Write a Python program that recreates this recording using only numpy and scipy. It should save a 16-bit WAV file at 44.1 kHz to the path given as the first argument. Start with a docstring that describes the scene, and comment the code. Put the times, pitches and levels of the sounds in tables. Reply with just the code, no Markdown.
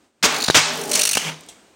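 """A power supply burns out

An open power supply fails on a table in a small room. Two bangs burst from it, and an arc strikes once
per mains cycle, spitting at first, then rasping as it flares. A flame flutters, hot gas whistles and
hisses out, and specks of debris tick down. The room rings on; a gain control ducks on sharp treble."""
import sys
import numpy as np
from scipy import signal
from scipy.fft import rfft, irfft, next_fast_len
from scipy.io import wavfile
from scipy.ndimage import uniform_filter1d

SR = 44100
rng = np.random.default_rng(int(sys.argv[2]) if len(sys.argv) > 2 else 0)


def generate_wav(signal):
    """Clip the signal to [-1, 1] and save it as 16-bit WAV at the path in sys.argv[1]."""
    frames = np.transpose(np.atleast_2d(signal))
    scaled = np.clip(frames, -1, 1) * 32767
    pcm = np.round(scaled).astype(np.int16)
    wavfile.write(sys.argv[1], SR, pcm)


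N = 77175

# The two bangs. Each row: start, rise, hold and fall to 1/e in seconds, level in dB, tilt in dB per
# octave, room tail level in dB, tail tilt in dB per octave, tail build-up in seconds.
BANGS = [(0.227, 0.017, 0.015, 0.0087, -7.5, 0.94, -13.5, -1.05, 0.018),
         (0.5448, 0.009, 0.02, 0.018, -3.5, -0.23, -9, 1.4, 0.029)]
# Tone of the blast and of its room tail. Each row: frequency in Hz, level in dB.
BANG_COLOUR = [(24, -62), (40, -21.5), (127, -6.5), (200, -10.5), (310, -7.5), (516, -6), (1040, -5),
               (3300, -3), (4130, -5.5), (6490, -6), (11300, -23.5), (16000, -26.5)]
TAIL_COLOUR = [(35, -69), (60, -26.5), (124, -24.5), (200, -15), (290, -9), (354, -23), (492, -9),
               (749, 6.5), (6430, 4), (9130, -2.5), (10500, -24)]
# Modes of the steel case. Each row: frequency in Hz, level in dB.
CASE_MODES = [(1034, -32.5), (2186, -32), (2256, -34), (2676, -29.5), (3235, -36.5), (5238, -42.5),
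              (5730, -38.5), (6438, -34.5)]
CASE_T60_S = 0.14

def bangs():
    """Each blast is a dense burst of noise that rings the case and fills the room."""
    blast, tail = 0, 0
    for start, rise, hold, fall, db, tilt_db, tail_db, tail_tilt_db, build in BANGS:
        blast += undb(db) * burst(start, rise, hold, fall, onset=0.36) * tilted(noise(), tilt_db)
        swell = np.clip((times() - start) / build, 0, 1)
        echo = np.roll(tilted(room_ring(), tail_tilt_db), int(start * SR))
        tail += undb(tail_db) * swell * echo
    case = through(undb(-12.5) * blast + undb(-16.5) * tail, ring(CASE_MODES, CASE_T60_S))
    return colour(blast, BANG_COLOUR) + colour(tail, TAIL_COLOUR) + case


# Strikes of the flaring arc, one per mains cycle. Each row: start in seconds, level in dB.
STRIKES = [(.731, -41), (.751, -40), (0.77, -36), (.793, -40), (.812, -33.5), (0.834, -35), (0.851, -34),
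           (.874, -39), (0.894, -30), (0.914, -16.5), (.932, -13.5), (.951, -13), (0.971, -13.5),
           (0.9926, -9), (1.0113, -11.5), (1.031, -11), (1.0522, -11), (1.07, -9.5), (1.0904, -11),
           (1.111, -14.5), (1.1316, -14), (1.1495, -13), (1.17, -16)]
GRIT_DB, SURGE_DB, WEAK_STRIKE_DB = 1.5, 2, -21.5

def flare():
    """Tiny irregular discharges rasp and surge within each strike; weak strikes are brighter."""
    grit = noise() * undb(GRIT_DB * np.clip(walk(900), -2, 2))
    rasp = grit / grit.std() * undb(SURGE_DB * np.clip(walk(260), -2, 2))
    return sum(strike(start, db) * tilted(rasp, tilt_db=0.28 * max(WEAK_STRIKE_DB - db, 0))
               for start, db in STRIKES)


def strike(start, db):
    """Envelope of one strike: the arc burns for about half a mains cycle."""
    return undb(db) * burst(start, rise=0.00069, hold=0.00761, fall=0.0023)


# Spits of sparks. 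Each row: start in seconds, level in dB, tilt in dB per octave.
SPITS = [(.302, -34, 8.5), (.322, -26.5, 6.5), (.342, -21.5, 4), (0.361, -21, 4.5), (.381, -24.5, 6.5),
         (.402, -19.5, 4), (0.4202, -15, 4), (0.439, -9, 2.5), (0.459, -17, 1.5), (0.4803, -10.5, -1),
         (.500, -10, -0.5), (1.171, -15.5, -4.5)]
SPARK_GAP_S, SPARK_SCATTER_S = 0.0025, 0.0006

def spits():
    """As the arc catches, and as it snaps off, a strike breaks into a quick run of four sparks."""
    out, hiss = 0, noise()
    for start, db, tilt_db in SPITS:
        delays = np.abs(SPARK_GAP_S * np.arange(4) + SPARK_SCATTER_S * rng.standard_normal(4))
        sparks = sum(burst(start + delay, rise=1 / SR, hold=0, fall=0.0014) for delay in delays)
        out += undb(db) * sparks * tilted(hiss, tilt_db)
    return out


# Tone of the spits and of the flare. Each row: frequency in Hz, level in dB.
SPIT_COLOUR = [(180, -46), (300, -12.5), (1780, -10.5), (2930, -3), (4670, 2), (6960, -1), (7950, -10.5),
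               (9240, -4.5), (10400, -17), (16000, -15)]
FLARE_COLOUR = [(150, -31.5), (400, -17), (1000, -14.5), (2000, -6), (2650, -3.5), (3500, -3), (5200, -3),
                (5900, 4.5), (7200, -3), (9400, 2.5), (11200, -13.5), (13500, -9.5), (16000, -15.5)]
# Modes of small metal parts beside the flare. Each row: frequency in Hz, level in dB.
FIN_MODES = [(3050, -3.5), (4380, -1), (5750, -1.5), (6207, -6)]

def arc(room):
    """The arc spits, then rasps; both ring nearby metal, and the room returns a duller echo."""
    spit, rasp = spits(), flare()
    spit_metal = through(spit, ring([(3750, -1.6), (4550, 2.4), (5000, 1.5)], t60=0.0072))
    fins = through(rasp, ring(FIN_MODES, t60=0.043))
    spit, rasp = colour(spit, SPIT_COLOUR), colour(rasp, FLARE_COLOUR)
    echo = through(undb(-10.5) * spit + undb(-12) * rasp, room)
    return spit + rasp + undb(-2.5) * spit_metal + undb(-9) * fins + tilted(echo, tilt_db=-1)


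# Low pops in the first bang, the last early spits and the arc's final snap.
# Each row: start in seconds, relative level in dB, thump pitch in Hz.
POPS = [(.24, -2, 323), (0.4847, -2, 240), (.5, 4.5, 520), (0.505, -13.5, 148), (1.157, -11.5, 245),
        (1.172, -2.5, 756), (1.1759, -9, 337)]
# Tone of the pulse and its rattle. Each row: frequency in Hz, level in dB.
POP_COLOUR = [(30, -25), (70, -2), (150, 0.5), (800, 2), (2400, -5), (5000, -26), (16000, -60)]
THUMP_FALL_CYCLES, RATTLE_FALL_S = 0.63, 0.0028

def pops():
    """Suddenly heated air gives a pressure pulse, a low thump and a short rattle behind it."""
    pulses, thumps = np.zeros(N), 0
    for start, db, hz in POPS:
        pulses[int(start * SR)] += undb(db + 7)
        cycles = hz * np.maximum(times() - start, 0)
        thumps += undb(db - 5.5) * np.sin(2 * np.pi * cycles) * np.exp(-cycles / THUMP_FALL_CYCLES)
    rattle = through(pulses, noise() * np.exp(-times() / RATTLE_FALL_S))
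    return colour(pulses + undb(-1) * rattle, POP_COLOUR) + filtered(thumps, "highpass", hz=80)


# The whistling vent. Each row: time in seconds, pitch in Hz, gain on the airflow in dB.
WHISTLE = [(1.0, 2700, -10), (1.095, 2600, -10.5), (1.138, 2700, -4), (1.157, 2575, -2.5), (1.175, 3002, 1),
           (1.219, 3050, -1), (1.299, 3194, -4)]
WHISTLE_WANDER_HZ, WHISTLE_LAG_S = 120, 0.003

def whistle():
    """A breathy, shifting resonance, blown in puffs by the last strikes and by the escaping gas."""
    seconds, hz, db = np.array(WHISTLE).T
    lag = np.exp(-times() / WHISTLE_LAG_S)
    strikes = sum(strike(start, strike_db) for start, strike_db in STRIKES)
    puffs = signal.fftconvolve(strikes, lag / lag.sum())[:N]
    push = (puffs + undb(-6) * fader(GAS_LEVEL)) * fader(np.column_stack([seconds, db]))
    pitch = np.interp(times(), seconds, hz) + WHISTLE_WANDER_HZ * walk(500)
    return push * walk(380) * sine(pitch)


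# Swells of escaping gas. Each row: time in seconds, level in dB.
GAS_LEVEL = [(.89, -39), (.96, -16.5), (1.03, -25), (1.12, -43), (1.19, -23), (1.27, -20), (1.32, -29.5),
             (1.38, -47), (1.47, -75)]
# Tone of the hiss. Each row: frequency in Hz, level in dB.
GAS_COLOUR = [(60, -40), (113, -36), (156, -12.5), (294, -18), (500, -17), (1000, -13), (1600, -15.5),
              (2200, -10.5), (3120, -12), (3850, -16), (6280, -8.5), (13600, -29)]
GAS_FLUTTER_DB, GAS_COOLS_AT_S, GAS_COOLING_S = 1.5, 1.172, 0.11

def gas():
    """Hot gas escapes in a fluttering hiss that dulls as it dies."""
    hiss = fader(GAS_LEVEL) * undb(GAS_FLUTTER_DB * walk(110)) * colour(noise(), GAS_COLOUR)
    heat = np.exp(-np.maximum(times() - GAS_COOLS_AT_S, 0) / GAS_COOLING_S)
    return heat * hiss + (1 - heat) * filtered(hiss, "lowpass", hz=3240)


# Level of the low roar: lingers after the bangs, dips briefly, swells with the flame. 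Each row: time in
# seconds, level in dB.
ROAR_LEVEL = [(.25, -24), (.32, -30.5), (.43, -30), (.47, -53), (.62, -37.5), (.76, -32), (.87, -30),
              (1.0, -23), (1.06, -38), (1.13, -45)]
# Tone of the roar, and modes of the air in the case. Each row: frequency in Hz, level in dB.
ROAR_COLOUR = [(30, -34), (70, -24), (150, -4), (290, -0.5), (430, -0.5), (650, -2), (1100, -7.5),
               (2200, -20), (6000, -11.5), (11000, -19.5)]
HOLLOW_MODES = [(247.6, -44), (301.5, -46.5), (398.4, -43), (452.2, -41), (594, -42.5), (646.0, -44),
                (829.0, -47.5)]
ROAR_FLUTTER_DB = 1

def low_roar():
    """A fluttering roar after the bangs and in the flame, with the hollow ring of air in the case."""
    roar = undb(ROAR_FLUTTER_DB * walk(70.2)) * colour(noise(), ROAR_COLOUR)
    hollow = through(noise(), ring(HOLLOW_MODES, t60=0.21))
    return fader(ROAR_LEVEL) * (undb(-4) * roar + undb(-2) * hollow)


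# Swells of the low ring. Each row: time in seconds, level in dB.
BOOM_LEVEL = [(.23, -40), (.27, -43), (.36, -44), (.44, -59), (.6, -37.5), (.75, -45.5), (.88, -43.5),
              (1.1, -49), (1.22, -49), (1.283, -31.5), (1.38, -48.5), (1.5, -74)]
BOOM_HZ, BOOM_WANDER_HZ = 158.6, 4.96

def boom():
    """A low, wavering resonance swells after each outburst."""
    return fader(BOOM_LEVEL) * np.sqrt(2) * sine(BOOM_HZ + BOOM_WANDER_HZ * walk(25))


# Falling specks. Each row: start in seconds, level in dB, fall to 1/e in seconds,
# send to room and case in dB, tilt in dB per octave.
TICKS = [(1.343, -37, 0.00016, -21, -6.5), (1.4085, -45.5, 0.00063, -25, 17),
         (1.435, -42.5, 0.0024, -10, 1), (1.464, -46, 0.00066, -18, 11), (1.487, -35.5, 0.015, -7, 2.5)]
# Tone of the ticks. Each row: frequency in Hz, level in dB.
TICK_COLOUR = [(200, -7), (700, 6.5), (1500, -28), (3200, 4), (5000, -6.5), (8000, 1.5), (11000, -16.5),
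               (16000, -24)]

def debris(room):
    """Specks land with short ticks that ring the case and the room."""
    direct, send = 0, 0
    for start, db, fall, send_db, tilt_db in TICKS:
        tick = undb(db) * burst(start, rise=0.00026, hold=0.00034, fall=fall) * tilted(noise(), tilt_db)
        direct += tick
        send += undb(send_db) * tick
    case = through(send, ring(CASE_MODES, CASE_T60_S))
    return colour(direct + through(send, room), TICK_COLOUR) + case


# Reverb of the small room. Each row: frequency in Hz, time to fall 60 dB in seconds.
ROOM_T60 = [(100, 0.92), (400, 0.94), (1500, 0.84), (4000, 0.67), (8000, 0.46), (16000, 0.34)]

def room_ring():
    """Diffuse room response, starting at rms 1; the treble dies first."""
    hz, t60s = np.array(ROOM_T60).T
    spectrum = rfft(noise())
    log_hz = np.log(np.maximum(np.arange(len(spectrum)) * SR / N, 1))
    bands = [irfft(spectrum * np.interp(log_hz, np.log(hz), share), N) for share in np.eye(len(hz))]
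    return sum(band * decay(t60) for band, t60 in zip(bands, t60s))


# Level of the background. Each row: time in seconds, level in dB.
AIR_LEVEL = [(0, -59.5), (.05, -59), (.12, -69), (.2, -65.5), (1.3, -45.5), (1.55, -52.5), (1.75, -55.5)]
# Tone of the background. Each row: frequency in Hz, level in dB.
AIR_COLOUR = [(25, -35.5), (60, -15.5), (160, -14.5), (200, -7), (330, -6), (480, -10.5), (1500, -16.5),
              (5300, -24), (9000, -23.5), (10200, -38.5)]

def room_tone():
    """A faint bed of noise that swells under the burnout and eases off."""
    return fader(AIR_LEVEL) * colour(noise(), AIR_COLOUR)


def undb(db):
    """Decibels to gain."""
    return 10 ** (np.asarray(db) / 20)


def times():
    """Time of every sample in seconds."""
    return np.arange(N) / SR


def noise():
    """White noise, rms 1."""
    return rng.standard_normal(N)


def sine(hz):
    """Sine wave that follows a pitch curve."""
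    return np.sin(2 * np.pi * np.cumsum(hz) / SR)


def walk(rate):
    """Random wobble with a spread near 1, gliding to `rate` new values a second."""
    return 1.18 * np.interp(times() * rate, np.arange(N), noise())


def fader(points):
    """Gain along (s, dB) points, dying away outside them."""
    seconds, db = np.array(points).T
    t = times()
    outside = np.maximum(seconds[0] - t, 0) + np.maximum(t - seconds[-1], 0)
    return undb(np.interp(t, seconds, db)) * np.exp(-outside * 200)


def burst(start, rise, hold, fall, onset=0):
    """Envelope timed in seconds: a jump to the onset share, rise, hold, exponential fall."""
    age = times() - start
    attack = (age >= 0) * (onset + (1 - onset) * np.clip(age / rise, 0, 1))
    return attack * np.exp(-np.maximum(age - rise - hold, 0) / fall)


def decay(t60):
    """Envelope that falls 60 dB in t60 seconds."""
    return np.exp(-np.log(1000) * times() / t60)


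def ring(modes, t60):
    """Response of (Hz, dB) modes that die away together."""
    tones = sum(undb(db) * np.sin(2 * np.pi * (hz * times() + rng.random())) for hz, db in modes)
    return tones * decay(t60)


def through(x, response):
    """Pass a sound through a response scaled to unit energy."""
    return signal.fftconvolve(x, response / np.linalg.norm(response))[:N]


def filtered(x, kind, hz, order=2):
    """Plain lowpass or highpass filter."""
    return signal.sosfilt(signal.butter(order, hz, kind, fs=SR, output="sos"), x)


def colour(x, points):
    """Causal equaliser of unit power through (Hz, dB) points."""
    size = 2 ** 17
    octave = np.log2(np.maximum(np.arange(size // 2 + 1) * SR / size, 1))
    hz, db = np.array(points).T
    gain = undb(np.interp(octave, np.log2(hz), db))
    cepstrum = irfft(np.log(gain / np.sqrt(np.mean(gain ** 2))))
    cepstrum[1:size // 2] *= 2  # minimum phase: nothing rings ahead of a hit
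    cepstrum[size // 2 + 1:] = 0
    return irfft(rfft(x, size) * np.exp(rfft(cepstrum)))[:N]


def tilted(x, tilt_db):
    """Brighten or darken a sound about 5 kHz, in dB per octave."""
    size = next_fast_len(N)
    octave = np.log2(np.clip(np.arange(size // 2 + 1) * SR / size, 1000, 16000) / 5000)
    return irfft(rfft(x, size) * undb(tilt_db * octave), size)[:N]


def scene():
    """All sources over the quiet room, in mono."""
    room = room_ring() * np.clip(times() / 0.0043, 0, 1)  # the echo takes a moment to build
    electrical = bangs() + arc(room) + pops()
    burning = whistle() + gas() + low_roar()
    return (electrical + burning + boom() + debris(room) + room_tone())[None]


DUCK_ABOVE_DB, DUCK_SLOPE, DUCK_RELEASE_S, CEILING = -35, 0.34, 0.081, 1.1

def record(dry):
    """Sharp treble turns the gain down for a moment; peaks are rounded and the top is cut."""
    treble = filtered(dry, "highpass", hz=11400, order=4)
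    treble_rms = np.sqrt(np.abs(uniform_filter1d(treble ** 2, size=200)))
    release = np.exp(times() / DUCK_RELEASE_S)
    held = np.maximum.accumulate(treble_rms * release, axis=-1) / release  # catch peaks, let them sink
    ducked = dry * np.maximum(held / undb(DUCK_ABOVE_DB), 1) ** -DUCK_SLOPE
    rounded = CEILING * np.tanh(ducked / CEILING)
    return signal.sosfilt(signal.ellip(10, 0.2, 80, 16000, fs=SR, output="sos"), rounded)


dry = scene()
out = record(dry)
generate_wav(out)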